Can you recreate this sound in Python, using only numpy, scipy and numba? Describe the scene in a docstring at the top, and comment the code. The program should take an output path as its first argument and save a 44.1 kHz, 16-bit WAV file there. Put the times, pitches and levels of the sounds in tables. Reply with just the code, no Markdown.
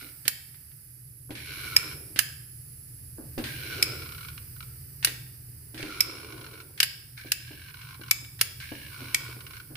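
"""Caulking gun squeezed over a wooden floor in a small bare room, 9.8 s, heard by a phone with two microphones.
Throughout: far machine rumble and leaking-air hiss (shaped noise), the gun bumping the boards (dull bursts),
light metal ticks with faint scrapes. 0 s: a creak dies; 0.28 s: a bright snap (rattling noise rings steel modes).
From 1.36, 3.44, 5.78, 7.17 and 8.6 s: pulls; the plunger creaks in stick-slip jerks (scrapes ring the gun's
parts), the pawl clicks over a tooth; more snaps from 2.19 to 8.41 s, mostly the trigger against its stops."""
import sys
import numpy as np
from scipy import signal
from scipy.fft import rfft, irfft, next_fast_len
from scipy.io import wavfile
from scipy.ndimage import uniform_filter1d
from numba import njit

SR = 44100
rng = np.random.default_rng(int(sys.argv[2]) if len(sys.argv) > 2 else 0)


def generate_wav(signal):
    """Clip the signal to [-1, 1] and save it as 16-bit WAV at the path in sys.argv[1]."""
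    frames = np.transpose(np.atleast_2d(signal))
    scaled = np.clip(frames, -1, 1) * 32767
    pcm = np.round(scaled).astype(np.int16)
    wavfile.write(sys.argv[1], SR, pcm)


N = 430416

# Levels are nominal: stage gains, the room and the output curve follow. Spectra are dB per Hz, relative.
# Rumble and hiss over time: time_s, rumble_db, hiss_db, hiss_peak_db, hiss_peak_hz
AIR = [(0.0, -56.5, -56, -53, 11500), (1.3, -53, -66, -49.5, 11160), (1.66, -46, -54, -44.5, 11200),
       (2.42, -50.5, -60, -47.5, 11070), (3.18, -48, -60.5, -47.5, 11000), (3.53, -44, -53, -51, 11900),
       (4.9, -47, -57.5, -51.5, 11860), (6.17, -50, -61, -52, 10600), (6.93, -53, -60, -60, 10800),
       (7.69, -49.5, -61.5, -59, 11370), (9.08, -49, -56.5, -67, 11100), (9.76, -49, -59.5, -62, 11500)]
# Rumble spectrum: freq_hz, density_db
RUMBLE_SPECTRUM = [(12, -58), (20, -24), (69, -5), (91, -6.5), (123, -1), (133, -3.5), (146, -5),
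                   (172, -19.5), (248, -23), (300, -21), (399, -28), (507, -30.5), (624, -46), (767, -49),
                   (900, -68.5), (1170, -90), (1980, -120)]
# Wavering tones in the rumble: freq_hz, width_hz, level_db
HUM = [(80.7, 7.9, -9.5), (121.34, 3.5, -4), (136.2, 10.6, -8)]
# Hiss spectra, three bands: freq_hz, density_db
LOW_HISS_SPECTRUM = [(410, -44), (700, -10), (1140, -15), (1190, -9), (1790, -4), (3070, -9.5), (3160, -21),
                     (4000, -11.5), (4850, 1), (6330, -11.5), (8000, -33.5), (10400, -7), (17600, -120)]
MID_HISS_SPECTRUM = [(7000, -72), (7600, -11), (9000, -4), (10000, -1), (11500, -1.5), (12500, -12),
                     (13500, -32)]
HIGH_HISS_SPECTRUM = [(11500, -31), (12800, -4), (13800, -13), (15000, 0), (15650, -15), (15900, -56)]
# Side of the low hiss: freq_hz, left_minus_right_db
LOW_HISS_SIDES = [(700, -0.5), (1700, 6), (3500, 1.5), (5000, -6), (7000, 15)]
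# Likeness of the two channels of noise: freq_hz, correlation (0..1)
LIKENESS = [(60, 1), (130, 0.93), (290, 0.8), (640, 0.59), (1400, 0.18), (3000, 0.025), (15000, 0.02)]
# Decay of the room: freq_hz, t60_s
ROOM_T60 = [(200, 0.62), (1000, 0.63), (3000, 0.6), (6000, 0.59), (12000, 0.31)]
# Nozzle and barrel against the boards: start_s, peak_db, t60_s
BUMPS = [(0.02, -44.5, 0.3), (0.257, -40.5, 0.067), (1.294, -39, 0.064), (1.305, -29, 0.11),
         (2.16, -36.5, 0.049), (3.182, -34, 0.31), (3.378, -23, 0.21), (5.069, -38, 0.19),
         (5.74, -37, 0.38), (5.796, -33.5, 0.069), (5.827, -31, 0.25), (7.248, -39, 0.13),
         (7.507, -38, 0.19), (7.995, -41.5, 0.05), (8.01, -39, 0.062), (8.217, -47.5, 0.12),
         (8.408, -45.5, 0.093), (8.718, -28, 0.11), (9.002, -41, 0.05), (9.016, -34.5, 0.21),
         (9.289, -41.5, 0.093), (9.365, -40.5, 0.05), (9.703, -39, 0.26)]
# Board spectrum: freq_hz, density_db
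BOARD_SPECTRUM = [(110, -7.5), (190, -18.5), (227, -1), (291, 5), (356, -1), (550, -8), (700, -13.5),
                  (1090, -19.5), (1300, -24.5), (1690, -19), (2860, -120)]
# Light metal ticks and faint scrapes, some just before a snap: start_s, peak_db, scrape_s
TICKS = [(0.2529, -25.5, .036), (.543, -41, 0.023), (0.714, -46, .014), (1.306, -30, 0.037),
         (1.352, -27.5, 0.09), (2.16, -20.5, 0.064), (3.379, -24.5, .045), (3.439, -20.5, 0.085),
         (5.027, -23, 0.093), (5.071, -15.5, 0.024), (5.744, -32, 0.056), (5.777, -26.5, 0.11),
         (5.827, -21, 0.0064), (6.776, -30, 0.058), (7.176, -31.5, 0.037), (8.246, -33, 0.012),
         (8.391, -28.5, 0.098), (8.601, -28.5, 0.07), (9.754, -26, .026)]
# Tick spectrum: freq_hz, density_db
TICK_SPECTRUM = [(410, -39), (700, -13), (1250, -7.5), (1530, 3.5), (2320, 0.5), (2840, -2.5), (4640, -9.5),
                 (7270, -23.5), (9000, -14), (11700, -59), (19800, -120)]
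# Broad bright snaps, mostly the trigger against its stops; 7.32 s may be the pawl: start_s, peak_db,
# left_minus_right_db, rattle_s, body_db, treble_db, ring_db (modes over 4.5 kHz)
SNAPS = [(.2791, -7, -5.5, 0.0034, 6, 15.6, -14), (2.1898, -4, -7.5, .0038, 2, 11, -23),
         (5.047, -4, -1.5, 0.0031, -2, 10.5, 7), (6.8019, -4.5, 1.5, 0.0042, -5, 1.3, -4.5),
         (6.8298, -6.5, -3, 0.00063, 0, 5.9, 6), (7.3186, -8, -0.5, 0.0042, -0.5, 11.3, -15),
         (8.4117, -5, -1, 0.0044, 5, 13, 7)]
# Snap spectrum: freq_hz, density_db
SNAP_SPECTRUM = [(180, -55), (300, -21.5), (898, -19), (1700, -0.5), (2830, -1), (4170, -4), (5020, -0.5),
                 (5940, -8), (7910, -11.5), (10400, -7.5), (14300, -11.5), (15500, -16), (16900, -34.5)]
# Snap modes: freq_hz, level_db, t60_s
SNAP_MODES = [(1600, -1.5, 0.0058), (2870, 2, 0.015), (4860, -29.5, 0.011), (10570, -4, 0.028)]
# Pawl over a tooth: columns as SNAPS
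PAWL = [(1.7638, -4, -5, 0.0031, 1.5, 3, 1.5), (3.8258, -3, -3, 0.0023, -3.5, 4, 1),
        (6.0053, -5.5, -3, 0.0031, 1, 5.5, 2.5), (8.1104, -4.5, -.5, 0.0037, 2.5, 6, -9),
        (9.1453, -6, 0, 0.0033, -2, 2.5, -33)]
# Pawl spectrum: freq_hz, density_db
PAWL_SPECTRUM = [(350, -57), (600, -27.5), (1750, -15.5), (2340, -3), (2870, -11.5), (4520, -10.5),
                 (5260, -10.5), (6730, -17), (8160, -11.5), (10700, -20.5), (11700, -8), (16000, -27.5)]
# Pawl modes: freq_hz, level_db, t60_s
PAWL_MODES = [(2284, 8, 0.033), (2950, -14, 0.027), (4210, -13, 0.018), (5080, -4.5, 0.0093),
              (5263, 12, 0.014), (8400, -1, 0.015), (10300, 8, 0.015), (12000, -2, 0.032)]
# Dense creak, one list a pull: time_s, effort_db (frame level), tube_pitch_hz
CREAK = [
    [(0.0, -51.5, 1410), (.1, -61.5, 1430), (.15, -87, 1420)],
    [(1.36, -57, 1610), (1.49, -48, 1490), (1.668, -46.5, 1450), (1.776, -48.5, 1380), (1.922, -50, 1450),
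     (2.0, -81.5, 1400)],
    [(3.44, -60, 1620), (3.55, -50.5, 1590), (3.742, -44.5, 1470), (3.922, -48.5, 1405), (4.162, -62, 1394),
     (4.33, -63, 1410)],
    [(5.78, -55, 1450), (5.94, -48, 1384), (6.146, -53, 1415), (6.256, -55, 1450), (6.416, -61, 1456),
     (6.62, -58.5, 1440)],
    [(7.17, -56.5, 1530), (7.236, -59.5, 1600), (7.53, -58, 1635), (7.7, -59, 1545), (7.73, -70, 1490),
     (7.768, -58.5, 1500), (7.926, -55.5, 1463), (7.99, -78.5, 1540), (8.1, -61, 1450), (8.2, -66, 1470)],
    [(8.6, -54, 1550), (8.77, -54, 1700), (8.88, -56.5, 1640), (8.92, -54.5, 1440), (9.022, -52, 1440),
     (9.124, -53, 1510), (9.32, -53.5, 1445), (9.428, -73, 1460), (9.562, -56.5, 1470), (9.62, -68, 1430)],
]
# Lone slips where the plunger slows: start_s, peak_db
SLIPS = [(1.922, -55), (3.9948, -52), (4.0194, -45), (4.058, -46.5), (4.0887, -50), (4.12, -44),
         (4.147, -46.5), (4.179, -46.5), (4.2066, -45), (4.2288, -45.5), (4.2473, -45), (4.2838, -43.5),
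         (4.3764, -43.5), (4.5626, -54), (4.604, -44), (4.6258, -46), (6.3225, -49), (6.377, -50),
         (6.4107, -49), (6.4425, -49), (6.4636, -49), (6.537, -52.5), (6.601, -49.5), (7.2105, -51),
         (7.268, -51), (7.476, -52), (7.6784, -54), (7.698, -52), (7.741, -49.5), (7.815, -51),
         (7.942, -49), (8.0124, -45.5), (8.034, -46), (8.0595, -53), (8.081, -46.5), (9.0523, -60),
         (9.405, -45), (9.465, -43.5), (9.507, -49), (9.5333, -50.5), (9.5662, -48), (9.5987, -49)]
# Upper frame modes: freq_hz, width_hz, level_db
FRAME_MODES = [(3110, 160, -8.5), (4130, 540, 0), (5430, 195, -1), (5780, 590, -9.5)]
# Swell of the low parts under full strain: peak_s, half_length_s, grip_db, barrel_db
STRAIN = [(1.805, .4, -62, -52), (3.826, 0.3, -66, -47), (6.286, 0.5, -57.5, -50.5), (7.95, 0.42, -57, -92),
          (9.2, 0.56, -57, -60.5)]
# Tube level change as each full pull starts: change_db
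SLACK_TUBE_DB = [-22, 8, -4, 5, 0]

# air
LOW_HISS_DB, HIGH_HISS_DB = -6, 0.5
HISS_SIDE_DB, HISS_SIDE_FIRST_DB, TURN_S = -6.5, -3, 1   # left minus right; extra at first, until the phone turns
FLOOR_ECHO_S, ECHO_SWAY_S, ECHO_DB = .003, .00008, -13
# room and output
ROOM_DB, CUTOFF_HZ = -7.5, 16100
CLACK_SEND_DB = -4   # clacks reach the walls more weakly than the soft sounds
# contacts: crest is peak over rms at the start
CLACK_CREST_DB, TICK_CREST_DB, BUMP_CREST_DB = 11.5, 15.5, 8.5
TICK_RATTLE_S, TICK_BRIGHT_DB = 0.0031, 7.5
# resonant parts
TUBE_WIDTH_HZ, BARREL_HZ, BARREL_WIDTH_HZ = 116, 335, 128
ROD_HZ, ROD_WIDTH_HZ, CRADLE_HZ, CRADLE_WIDTH_HZ = 2273, 250, 2855, 420
GRIP_HZ, GRIP_WIDTH_HZ = 1050, 145
TUBE_DB, ROD_DB, CRADLE_DB = -0.5, -1, -3.5   # against the frame, once loaded
# load and effort
LOADED_HZ = 1500   # the tube's pitch falls through this as the load comes on
LOAD_ROD_DB, LOAD_CRADLE_DB, LOAD_GRIP_DB = 0.5, -3, 2   # per 100 Hz of fall
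SLIPS_PER_S, FULL_EFFORT_DB = 95, -48   # slip rate at full effort
SLIP_RATE_FOLLOWS, GRIP_FOLLOWS = .6, .5   # shares of the effort's dB swing
SLIP_HIGH_DB = -4   # higher parts against the tube in a lone slip
STRAIN_DROP_DB, STRAIN_SHAPE = 15, 1.6   # fall at half a length from the peak; squareness
SLACK_S, SLACK_ROD_DB, SLACK_CRADLE_DB = 0.082, 5.5, -8   # the rod speaks first in a pull


def amp(db):
    """Gain of a level in dB."""
    return 10 ** (np.asarray(db) / 20)


def rms_one(x):
    """Scaled to rms 1."""
    return x / np.sqrt(np.mean(x ** 2) + 1e-30)


def at_hz(points, hz):
    """A (freq_hz, value) table read on a log-frequency axis."""
    table = np.array(points)
    return np.interp(np.log(hz + 1), np.log(table[:, 0]), table[:, 1])


def sides(db):
    """Left and right gains of a left-right difference."""
    return np.array([amp(db / 2), amp(-db / 2)])


def noise(spectrum, size, sides_db=((100, 0), (200, 0))):
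    """Stereo noise of a spectrum, channels alike in the bass only; rms of their mean is 1."""
    padded = next_fast_len(size, True)
    hz = np.fft.rfftfreq(padded, 1 / SR)
    mid, side = rfft(rng.standard_normal((2, padded)))
    alike = np.clip(at_hz(LIKENESS, hz), 0, 1)
    mid, side = mid * np.sqrt(1 + alike), side * np.sqrt(1 - alike)
    gain = amp(at_hz(spectrum, hz)) * sides(at_hz(sides_db, hz))
    out = irfft(np.array([mid + side, mid - side]) * gain, padded)[:, :size]
    return out / np.std(out.mean(axis=0))


def resonance(x, hz, width_hz):
    """Two-pole peak of gain 1."""
    r = np.exp(-np.pi * width_hz / SR)
    zeros = [(1 - r * r) / 2, 0, (r * r - 1) / 2]
    return signal.lfilter(zeros, [1, -2 * r * np.cos(2 * np.pi * hz / SR), r * r], x)


@njit
def two_pole(x, twice_cos, r):
    """Recursion of a peak whose centre moves."""
    out = np.zeros(len(x))
    for i in range(2, len(x)):
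        out[i] = x[i] - x[i - 2] + r * twice_cos[i] * out[i - 1] - r * r * out[i - 2]
    return out


def gliding_resonance(x, hz, *widths_hz):
    """Peaks in a row on one centre that may move, each scaled to pass white noise at its level."""
    twice_cos = 2 * np.cos(2 * np.pi * hz / SR) * np.ones(N)
    for width_hz in widths_hz:
        r = np.exp(-np.pi * width_hz / SR)
        x = np.array([two_pole(c, twice_cos, r) for c in x]) * np.sqrt((1 - r * r) / 2)
    return x


def evened(x):
    """Level held near rms 1 over a tenth of a second."""
    return x / np.sqrt(uniform_filter1d(x ** 2, SR // 10) + 1e-12)


def uneven_steps(spread_db, hold):
    """Random gains, each held for some samples."""
    return np.repeat(amp(rng.normal(0, spread_db, N // hold + 1)), hold)[:N]


def rumble(white, rumble_db):
    """Far machine: low shaped noise plus narrow bands of noise that waver like tones."""
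    hum = 0
    for hz, width_hz, db in HUM:
        tone = resonance(resonance(white, hz, width_hz), hz, 30)
        hum = hum + amp(db) * rms_one(tone)
    return (noise(RUMBLE_SPECTRUM, size=N) * amp(-3.0) + hum) * amp(rumble_db)


def hiss(white, hiss_db, peak_db, peak_hz):
    """Leaking air: turbulence noise with a gliding peak, combed by a floor echo; its side shifts."""
    upper = noise(MID_HISS_SPECTRUM, size=N) + noise(HIGH_HISS_SPECTRUM, size=N) * amp(HIGH_HISS_DB)
    upper = upper * amp(hiss_db) + gliding_resonance(white, peak_hz, 490) * amp(peak_db - 4.0)
    sway = np.interp(np.arange(N), np.linspace(0, N, 12), rng.standard_normal(12))
    late = np.arange(N) - np.round(SR * (FLOOR_ECHO_S + ECHO_SWAY_S * sway)).astype(int)
    upper = upper + amp(ECHO_DB) * upper[:, late % N]
    pan_db = HISS_SIDE_DB + HISS_SIDE_FIRST_DB * np.exp(-np.arange(N) / SR / TURN_S)
    lower = noise(LOW_HISS_SPECTRUM, size=N, sides_db=LOW_HISS_SIDES) * amp(hiss_db + LOW_HISS_DB)
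    return lower + upper * sides(pan_db)


def background():
    """Rumble and hiss, their levels drifting by table."""
    time_s, *columns = np.transpose(AIR)
    rumble_db, hiss_db, peak_db, peak_hz = [np.interp(np.arange(N) / SR, time_s, c) for c in columns]
    white = rng.standard_normal((2, N))
    return rumble(white[0], rumble_db) + hiss(white, hiss_db, peak_db, peak_hz)


def room(x):
    """Bare walls: a stereo noise tail that dies band by band."""
    size, tail = 30000, 0
    t, white = np.arange(size) / SR, noise([(100, 0.0058), (200, 0)], size=size)
    for low_hz in 180 * 2. ** np.arange(0, 6.5, .5):   # half octaves
        sos = signal.butter(2, [low_hz, low_hz * np.sqrt(2)], "band", fs=SR, output="sos")
        tail = tail + signal.sosfilt(sos, white) * amp(-60 * t / at_hz(ROOM_T60, low_hz * 1.31))
    tail = tail * np.clip((t - .004) / 0.0035, 0, 1)   # gap before the first reflections
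    tail = tail / np.sqrt(np.sum(tail ** 2) / 2)
    return signal.fftconvolve(x.mean(axis=0)[None], tail)[:, :N]


def bumps():
    """A soft contact shakes the boards: a dull burst that dies fast."""
    size = 16384
    out, t = np.zeros((2, N + size)), np.arange(size) / SR
    for start_s, db, t60_s in BUMPS:
        thud = noise(BOARD_SPECTRUM, size=size) * amp(-60 * t / t60_s) * np.minimum(t / 0.00089, 1)
        at = round(start_s * SR)
        out[:, at:at + size] += amp(db - BUMP_CREST_DB) * thud / np.std(thud[:, :500])
    return out[:, :N]


def ticks():
    """Light metal ticks: a few ms of noise, each dragging a faint scrape."""
    size = 8192
    out, t = np.zeros((2, N + size)), np.arange(size) / SR
    tilt = [(2000, 0), (4500, TICK_BRIGHT_DB)]
    spectrum = [(hz, db + at_hz(tilt, hz)) for hz, db in TICK_SPECTRUM]
    for start_s, db, scrape_s in TICKS:
        decay = np.exp(-t / TICK_RATTLE_S) + amp(-5.0) * np.exp(-(t / scrape_s) ** 2)
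        tick = noise(spectrum, size=size) * np.minimum(t / 0.0012, 1) * decay
        at = round(start_s * SR)
        out[:, at:at + size] += tick * amp(db - TICK_CREST_DB) * sides(-2.0)[:, None]
    return out[:, :N]


def clacks(table, spectrum, modes, fade_s, after_db, after_s):
    """Steel on steel: ms of rattling contacts, a shiver after, and the modes they set ringing."""
    size = 8192
    out, t = np.zeros((2, N + size)), np.arange(size) / SR
    for start_s, db, pan_db, rattle_s, body_db, treble_db, ring_db in table:
        tilt = [(1400, body_db), (2400, 0), (11000, treble_db)]
        tilted = [(hz, v + at_hz(tilt, hz)) for hz, v in spectrum]
        rattle = np.exp(-np.maximum(t - rattle_s, 0) / fade_s)
        shiver = amp(after_db) * np.exp(-t / after_s)
        hit = noise(tilted, size=size) * np.minimum(t / 0.001, 1) * (rattle + shiver)
        for hz, mode_db, t60_s in modes:
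            gain = amp(ring_db * (hz > 4500) + mode_db)
            hit = hit + gain * resonance(hit, hz, np.log(1000) / np.pi / t60_s)
        level = amp(db - CLACK_CREST_DB) / np.std(hit[:, :220].mean(axis=0))
        at = round((start_s - .0003) * SR)   # lead for the attack
        out[:, at:at + size] += hit * level * sides(pan_db)[:, None]
    return out[:, :N]


def snaps():
    """Broad bright snaps, mostly the trigger hitting its stops: short rattle, strong shiver."""
    return clacks(SNAPS, SNAP_SPECTRUM, SNAP_MODES, fade_s=0.0009, after_db=0.5, after_s=0.0076)


def pawl_clicks():
    """Pawl dropping over a ratchet tooth: longer ring, weak shiver."""
    return clacks(PAWL, PAWL_SPECTRUM, PAWL_MODES, fade_s=0.0016, after_db=-10.5, after_s=0.012)


def pulls(tables):
    """Columns of per-pull tables in time; levels drop to -100 dB between pulls, pitches carry over."""
    def hush(time_s, row):
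        return (time_s, *[v if v > 0 else -100 for v in row[1:]])   # levels are the negative values

    rows = np.concatenate([[hush(p[0][0] - .008, p[0]), *p, hush(p[-1][0] + 0.016, p[-1])] for p in tables])
    return [np.interp(np.arange(N) / SR, rows[:, 0], c) for c in rows.T[1:]]


def strain():
    """Grip and barrel levels: one swell a full pull."""
    t = np.arange(N) / SR
    swells = []
    for peak_s, half_s, grip_db, barrel_db in STRAIN:
        drop_db = STRAIN_DROP_DB * np.abs((t - peak_s) / half_s) ** STRAIN_SHAPE
        swells.append(np.array([[grip_db], [barrel_db]]) - drop_db)
    return np.maximum(np.max(swells, axis=0), -120)


def slack():
    """1 as a pull begins, dying as the load comes on; and the tube's level change meanwhile."""
    t, starts = np.arange(N) / SR, np.array([-1] + [p[0][0] for p in CREAK[1:]])
    pull = np.searchsorted(starts, t + .01) - 1
    loose = np.exp(-(np.maximum(t - starts[pull], 0) / SLACK_S) ** 2)
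    return loose, loose * np.array([0, *SLACK_TUBE_DB])[pull]


def slip_train(effort_db, scrape):
    """Dense stick-slip: uneven impulses, slower at low effort; returns them and their scrapes."""
    uneven = uneven_steps(1.5, 300)
    rate = SLIPS_PER_S * amp(SLIP_RATE_FOLLOWS * np.clip(effort_db - FULL_EFFORT_DB, -15, 5))
    count = np.floor(np.cumsum(rate * uneven) / SR)
    slips = np.diff(count, prepend=0) * amp(rng.normal(0, 1.8, N))
    return slips, evened(signal.fftconvolve(slips, scrape)[:N] + 0.54)   # offset: steady rubbing


def lone_slips(scrape):
    """Single scrapes as the plunger slows: drive for the low and the higher parts."""
    lone = np.zeros((2, N))
    for start_s, db in SLIPS:
        lone[:, round(start_s * SR)] = amp(db), amp(db + SLIP_HIGH_DB)
    return signal.fftconvolve(lone, scrape[None])[:, :N]


def frame_ring(x):
    """Upper frame modes, alternating in sign."""
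    return sum(amp(db) * resonance(x, hz, width_hz) * (-1) ** k
               for k, (hz, width_hz, db) in enumerate(FRAME_MODES))


def creak():
    """The plunger sticks and slips; each slip is a short scrape that rings the parts of the gun."""
    effort_db, tube_hz = pulls(CREAK)
    grip_db, barrel_db = strain()
    loose, tube_slack_db = slack()
    load = (LOADED_HZ - tube_hz) / 100
    grip_db = grip_db + LOAD_GRIP_DB * load + GRIP_FOLLOWS * np.clip(effort_db - FULL_EFFORT_DB, -25, 0)
    tube_db = effort_db + TUBE_DB + tube_slack_db
    rod_db = effort_db + ROD_DB + LOAD_ROD_DB * load + SLACK_ROD_DB * loose
    cradle_db = effort_db + CRADLE_DB + LOAD_CRADLE_DB * load + SLACK_CRADLE_DB * loose

    t = np.arange(900) / SR
    scrape = np.minimum(t / 0.001, 1) * np.exp(-t / 0.0059)
    slips, dense = slip_train(effort_db, scrape)
    low, high = lone_slips(scrape)
    grit = noise([(100, 0), (200, 0.02)], size=N)
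    kicked = 0.81 * grit * dense + 0.71 * evened(slips)   # each slip starts with a clean kick

    def part(db, jolt, hz, width_hz):
        drive = kicked * amp(db) + grit * jolt
        return amp(-15.0) * gliding_resonance(drive, hz, width_hz, 450)   # broad second peak darkens valleys

    tube = part(tube_db, 1.19 * low, tube_hz, TUBE_WIDTH_HZ)
    rod = part(rod_db, 1.2 * high, ROD_HZ, ROD_WIDTH_HZ)
    cradle = part(cradle_db, 1.07 * high, CRADLE_HZ, CRADLE_WIDTH_HZ)
    grip = part(grip_db, 0.3 * low, GRIP_HZ, GRIP_WIDTH_HZ)
    frame = frame_ring(grit * (dense * amp(effort_db) + 1.57 * high)) / np.std(frame_ring(grit))
    knocks = grit * uneven_steps(2.8, 900) * amp(barrel_db - 5.5)   # the barrel knocks unevenly
    barrel = resonance(gliding_resonance(knocks, BARREL_HZ, BARREL_WIDTH_HZ), BARREL_HZ, 386)
    return (tube - rod + cradle - grip + frame) * sides(-1.4)[:, None] + barrel * amp(3.5)


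def scene():
    """The gun in the room, over the background."""
    clack = pawl_clicks() + snaps()
    soft = bumps() + ticks() + creak()
    to_walls = soft + amp(CLACK_SEND_DB) * clack
    return background() + amp(ROOM_DB) * room(to_walls) + clack + soft


def record(dry):
    """Peaks are rounded, the top is cut."""
    rounded = 1.259 * np.tanh(dry / 1.145)
    return signal.sosfilt(signal.cheby2(16, 70, CUTOFF_HZ, fs=SR, output="sos"), rounded)


dry = scene()
out = record(dry)
generate_wav(out)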